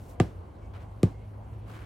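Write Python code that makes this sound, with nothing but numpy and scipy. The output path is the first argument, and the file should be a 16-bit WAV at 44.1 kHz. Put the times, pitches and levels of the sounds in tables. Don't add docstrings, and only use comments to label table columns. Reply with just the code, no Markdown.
import sys
import numpy as np
from scipy import signal
from scipy.io import wavfile

SR = 44100
rng = np.random.default_rng(int(sys.argv[2]) if len(sys.argv) > 2 else 0)


def transcribe(signal):
    frames = np.atleast_2d(signal).T
    limited = np.clip(frames, -1, 1)
    pcm = np.round(limited * 32767).astype(np.int16)
    wavfile.write(sys.argv[1], SR, pcm)


N = 81585
TIME = np.arange(N) / SR

# start in seconds, thud level in dB, lag of the ground in seconds,
# knock level in dB, ring level in dB, crack level in dB, crack low cut in Hz, crack high cut in Hz,
# scatter level in dB.
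BLOWS = [(.2007, 1, 0.0011, -0.5, -0.5, -5, 920, 4260, 0.5),
         (1.0311, 1.6, 0.001194, -12, -7.5, -17.5, 1930, 11000, -3.5)]
GRAIN_LIKENESS = 0.49


def from_db(db):
    return 10 ** (np.asarray(db) / 20)


def rms_one(x):
    return x / np.sqrt(np.mean(x ** 2) + 1e-20)


def at_hz(points, hz):
    table_hz, values = np.array(points).T
    return np.interp(np.log(hz), np.log(table_hz), values)


def filtered(x, hz, kind, order=2):
    sos = signal.butter(order, np.clip(hz, 10, .45 * SR), kind, fs=SR, output="sos")
    return signal.sosfilt(sos, x + 1e-18)


def drift(rate):
    step = 40
    pole = np.exp(-2 * np.pi * step * rate / SR)
    noise = rng.standard_normal(N // step + 2002)
    slow = signal.lfilter([1], [1, -2 * pole, pole * pole], noise)[2000:]
    return np.interp(np.arange(N) / step, np.arange(len(slow)), rms_one(slow))


def stereo(mid, side, alike):
    alike = np.clip(alike, -1, 1)
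    opposite = side * np.array([[1], [-1]])
    return (np.sqrt(1 + alike) * mid + np.sqrt(1 - alike) * opposite) / np.sqrt(2)


def noise_bands(spectrum):
    # frequency in Hz, left-right likeness from -1 to 1.
    likeness = [(60, .99), (200, 0.82), (500, 0.52), (1000, -0.038), (3000, 0.71), (7000, 0.67),
                (13000, -0.22)]
    edges = 24 * 2 ** np.arange(0, 9.6, .5)
    centres = np.sqrt(edges[1:] * edges[:-1])
    gains = from_db(at_hz(spectrum, centres))
    gains = gains / np.sqrt(np.sum(gains ** 2 * np.diff(edges)) * 2 / SR)
    white = rng.standard_normal((2, 2, N + SR // 10))
    bands = []
    for k, hz in enumerate(centres):
        mid, side = filtered(white[k % 2], edges[k:k + 2], "band")[:, -N:]
        bands.append((hz, gains[k] * stereo(mid, side, at_hz(likeness, hz))))
    return bands


def since(s):
    return np.maximum(TIME - s, 0)


def dying(t, t60):
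    return (t > 0) * np.exp(-np.minimum(np.log(1000) * t / t60, 40))


def ring(t, modes, signs, swell_cycles):
    out = np.zeros(N)
    for (hz, db, t60), sign in zip(modes, signs):
        swell = 1 - np.exp(-(t * hz / swell_cycles) ** 2)
        out += sign * from_db(db) * dying(t, t60) * swell * np.sin(2 * np.pi * hz * t)
    return out


def far_traffic():
    # frequency in Hz, relative density in dB per Hz.
    air_spectrum = [(25, -31), (40, -17.5), (62, 3), (90, -6.5), (140, -13.5), (250, -17), (500, -19.5),
                    (1000, -24), (1500, -39.5), (2400, -40.5), (4000, -53.5), (7500, -56.5), (11000, -54.5),
                    (15000, -62)]
    # time in seconds, central firing frequency in Hz, central rms level in dB.
    engine_path = [(0, 98, -49), (.38, 92, -47), (.55, 96, -57), (.72, 99, -47), (1.0, 102, -46),
                   (1.3, 103.5, -43.5), (1.6, 106.5, -44), (1.85, 107, -45)]
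    air_db, air_flicker_db, air_low_hz = -45.5, 1.97, 33.3
    wander_hz, waver_db, second_db = 2.57, 2, -20.5

    air = sum(band * from_db(air_flicker_db * drift(8)) for _, band in noise_bands(air_spectrum))
    air = from_db(air_db) * filtered(air, air_low_hz, "high", order=4)

    s, hz, db = np.transpose(engine_path)
    firing_hz = np.interp(TIME, s, hz) + wander_hz * drift(11.5)
    turn = 2 * np.pi * np.cumsum(firing_hz) / SR
    hum = np.sin(turn) + from_db(second_db) * np.sin(2 * turn)
    engine_gain = from_db(np.interp(TIME, s, db) + waver_db * drift(21))
    return air + np.sqrt(2) * hum * engine_gain


def bird():
    # start in seconds, length in seconds, central start frequency in Hz,
    # central end frequency in Hz, central peak level in dB.
    whistles = [(.6, .09, 2230, 2260, -72), (1.09, .19, 2100, 2190, -70.5)]
    waver_hz, flutter_db = 45, 2
    out = np.zeros(N)
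    for s, length, start_hz, end_hz, db in whistles:
        along = np.clip(since(s) / length, 0, 1)
        hz = start_hz + (end_hz - start_hz) * along + waver_hz * drift(50)
        arch = np.sqrt(4 * along * (1 - along))
        gain = from_db(db + flutter_db * drift(30))
        out += gain * arch * np.sin(2 * np.pi * np.cumsum(hz) / SR)
    return out


def scuffs(rough_db=1.5):
    # start, rise, hold and fall in seconds, rub level in dB, hiss level in dB.
    strokes = [(-.03, 0.037, .07, 0.066, -92.5, -65), (0.081, 0.017, 0.0085, 0.063, -94, -62),
               (0.731, 0.011, 0.026, 0.031, -54, -73.5), (0.783, 0.021, 0.025, 0.045, -58.5, -73),
               (1.526, 0.0037, .006, 0.028, -63, -85), (1.656, 0.035, 0.042, .04, -54, -64.5),
               (1.731, 0.036, 0.035, 0.12, -53, -67.5)]
    # frequency in Hz, relative density in dB per Hz.
    rub_spectrum = [(150, -1), (400, -1.5), (900, 1), (1400, 1.5), (2100, -6.5), (4500, -22.5), (8000, -33),
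                    (15000, -34)]
    # frequency in Hz, relative density in dB per Hz.
    hiss_spectrum = [(500, 4), (2500, -6), (5000, -5), (8000, -3), (11000, -4.5), (15000, -5.5)]
    sand_per_s, sand_db = 1700, -8.5
    sand_range_hz = [1150, 3260]

    rub_gain, hiss_gain = np.zeros(N), np.zeros(N)
    for s, rise, hold, fall, rub_db, hiss_db in strokes:
        stroke = np.interp(TIME, s + np.cumsum([0, rise, hold, fall]), [0, 1, 1, 0])
        rub_gain += from_db(rub_db) * stroke
        hiss_gain += from_db(hiss_db) * stroke

    grains = rng.standard_normal((2, N)) * (rng.random(N) < sand_per_s / SR)
    sand = rms_one(filtered(stereo(*grains, GRAIN_LIKENESS), sand_range_hz, "band"))
    sole = sum(band for _, band in noise_bands(rub_spectrum)) + from_db(sand_db) * sand
    hiss = sum(band for _, band in noise_bands(hiss_spectrum))
    return (rub_gain * sole + hiss_gain * hiss) * from_db(rough_db * drift(170))


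def garden_scatter():
    # frequency in Hz, relative density in dB per Hz.
    tail_spectrum = [(60, -7), (170, 11), (400, 4.5), (800, -8.5), (1500, -18.5), (3000, -27),
                     (7000, -35.5), (15000, -46.5)]
    # frequency in Hz, time to fall 60 dB in seconds.
    tail_t60 = [(100, 0.26), (500, 0.23), (2000, 0.33), (6000, 0.34), (15000, 0.43)]
    base_db, rise_s = -25.5, 0.002
    starts = []
    for s, *_, db in BLOWS:
        t = since(s)
        starts.append((t, from_db(base_db + db) * (1 - np.exp(-t / rise_s))))
    out = np.zeros((2, N))
    for hz, band in noise_bands(tail_spectrum):
        out += band * sum(rise * dying(t, at_hz(tail_t60, hz)) for t, rise in starts)
    return out


def thuds():
    # frequency in Hz, relative level in dB, time to fall 60 dB in seconds.
    ground_modes = [(62.4, -30, 0.25), (94, -14, 0.13), (115.5, -7.5, 0.056), (173.1, -13.5, 0.097),
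                    (242, -28.5, 0.14), (348.5, -0.5, 0.018), (378.3, -7.5, 0.022), (487, -19.5, 0.027)]
    ground_signs = [-1, 1, -1, 1, -1, -1, 1, 1]
    # frequency in Hz, relative level in dB,
    # time to fall 60 dB in seconds.
    knock_modes = [(731.4, -12.5, 0.034)]
    # frequency in Hz, relative level in dB, time to fall 60 dB in seconds.
    block_modes = [(1192, -25, 0.042), (1623, -40.5, 0.022), (1670, -27, 0.018), (2050, -34, 0.031),
                   (2526, -38.5, 0.038)]
    block_signs = (-1) ** np.arange(len(block_modes))
    ground_swell, block_swell = 0.4, 1.06
    out = np.zeros(N)
    for s, thud_db, lag, knock_db, ring_db, *_ in BLOWS:
        out += from_db(thud_db) * ring(since(s + lag), ground_modes, ground_signs, ground_swell)
        out += from_db(knock_db) * ring(since(s), knock_modes, [-1], block_swell)
        out += from_db(ring_db) * ring(since(s), block_modes, block_signs, block_swell)
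    return out


def cracks():
    # frequency in Hz, width in Hz, gain of the added part in dB.
    resonances = [(2300, 880, -1), (3160, 800, -2.5), (7200, 570, -0.5)]
    crush_db, crush_t60_s = -10, 0.002
    grit_db, grit_t60_s, grit_per_s = -26.5, 0.063, 6000
    out = np.zeros((2, N))
    for s, *_, crack_db, low_hz, dull_hz, _ in BLOWS:
        t = since(s)
        grains = rms_one(rng.standard_normal((2, N)) * (rng.random(N) < grit_per_s / SR))
        crush = from_db(crush_db) * rng.standard_normal((2, N)) * dying(t, crush_t60_s)
        grit = from_db(grit_db) * grains * dying(t, grit_t60_s)
        tick = signal.unit_impulse(N, int(s * SR))
        contact = stereo(*(crush + grit), GRAIN_LIKENESS) - tick
        bright = filtered(contact, low_hz, "high", order=4)
        out += from_db(crack_db) * filtered(bright, dull_hz, "low")
    ringing = np.zeros((2, N))
    for hz, width, db in resonances:
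        ringing += from_db(db) * signal.lfilter(*signal.iirpeak(hz, hz / width, fs=SR), out)
    return out + ringing


def scene():
    return far_traffic() + bird() + scuffs() + garden_scatter() + thuds() + cracks()


def record(dry):
    cutoff_hz = 15900
    return signal.sosfilt(signal.ellip(10, .1, 90, cutoff_hz, fs=SR, output="sos"), dry)


dry = scene()
out = record(dry)
transcribe(out)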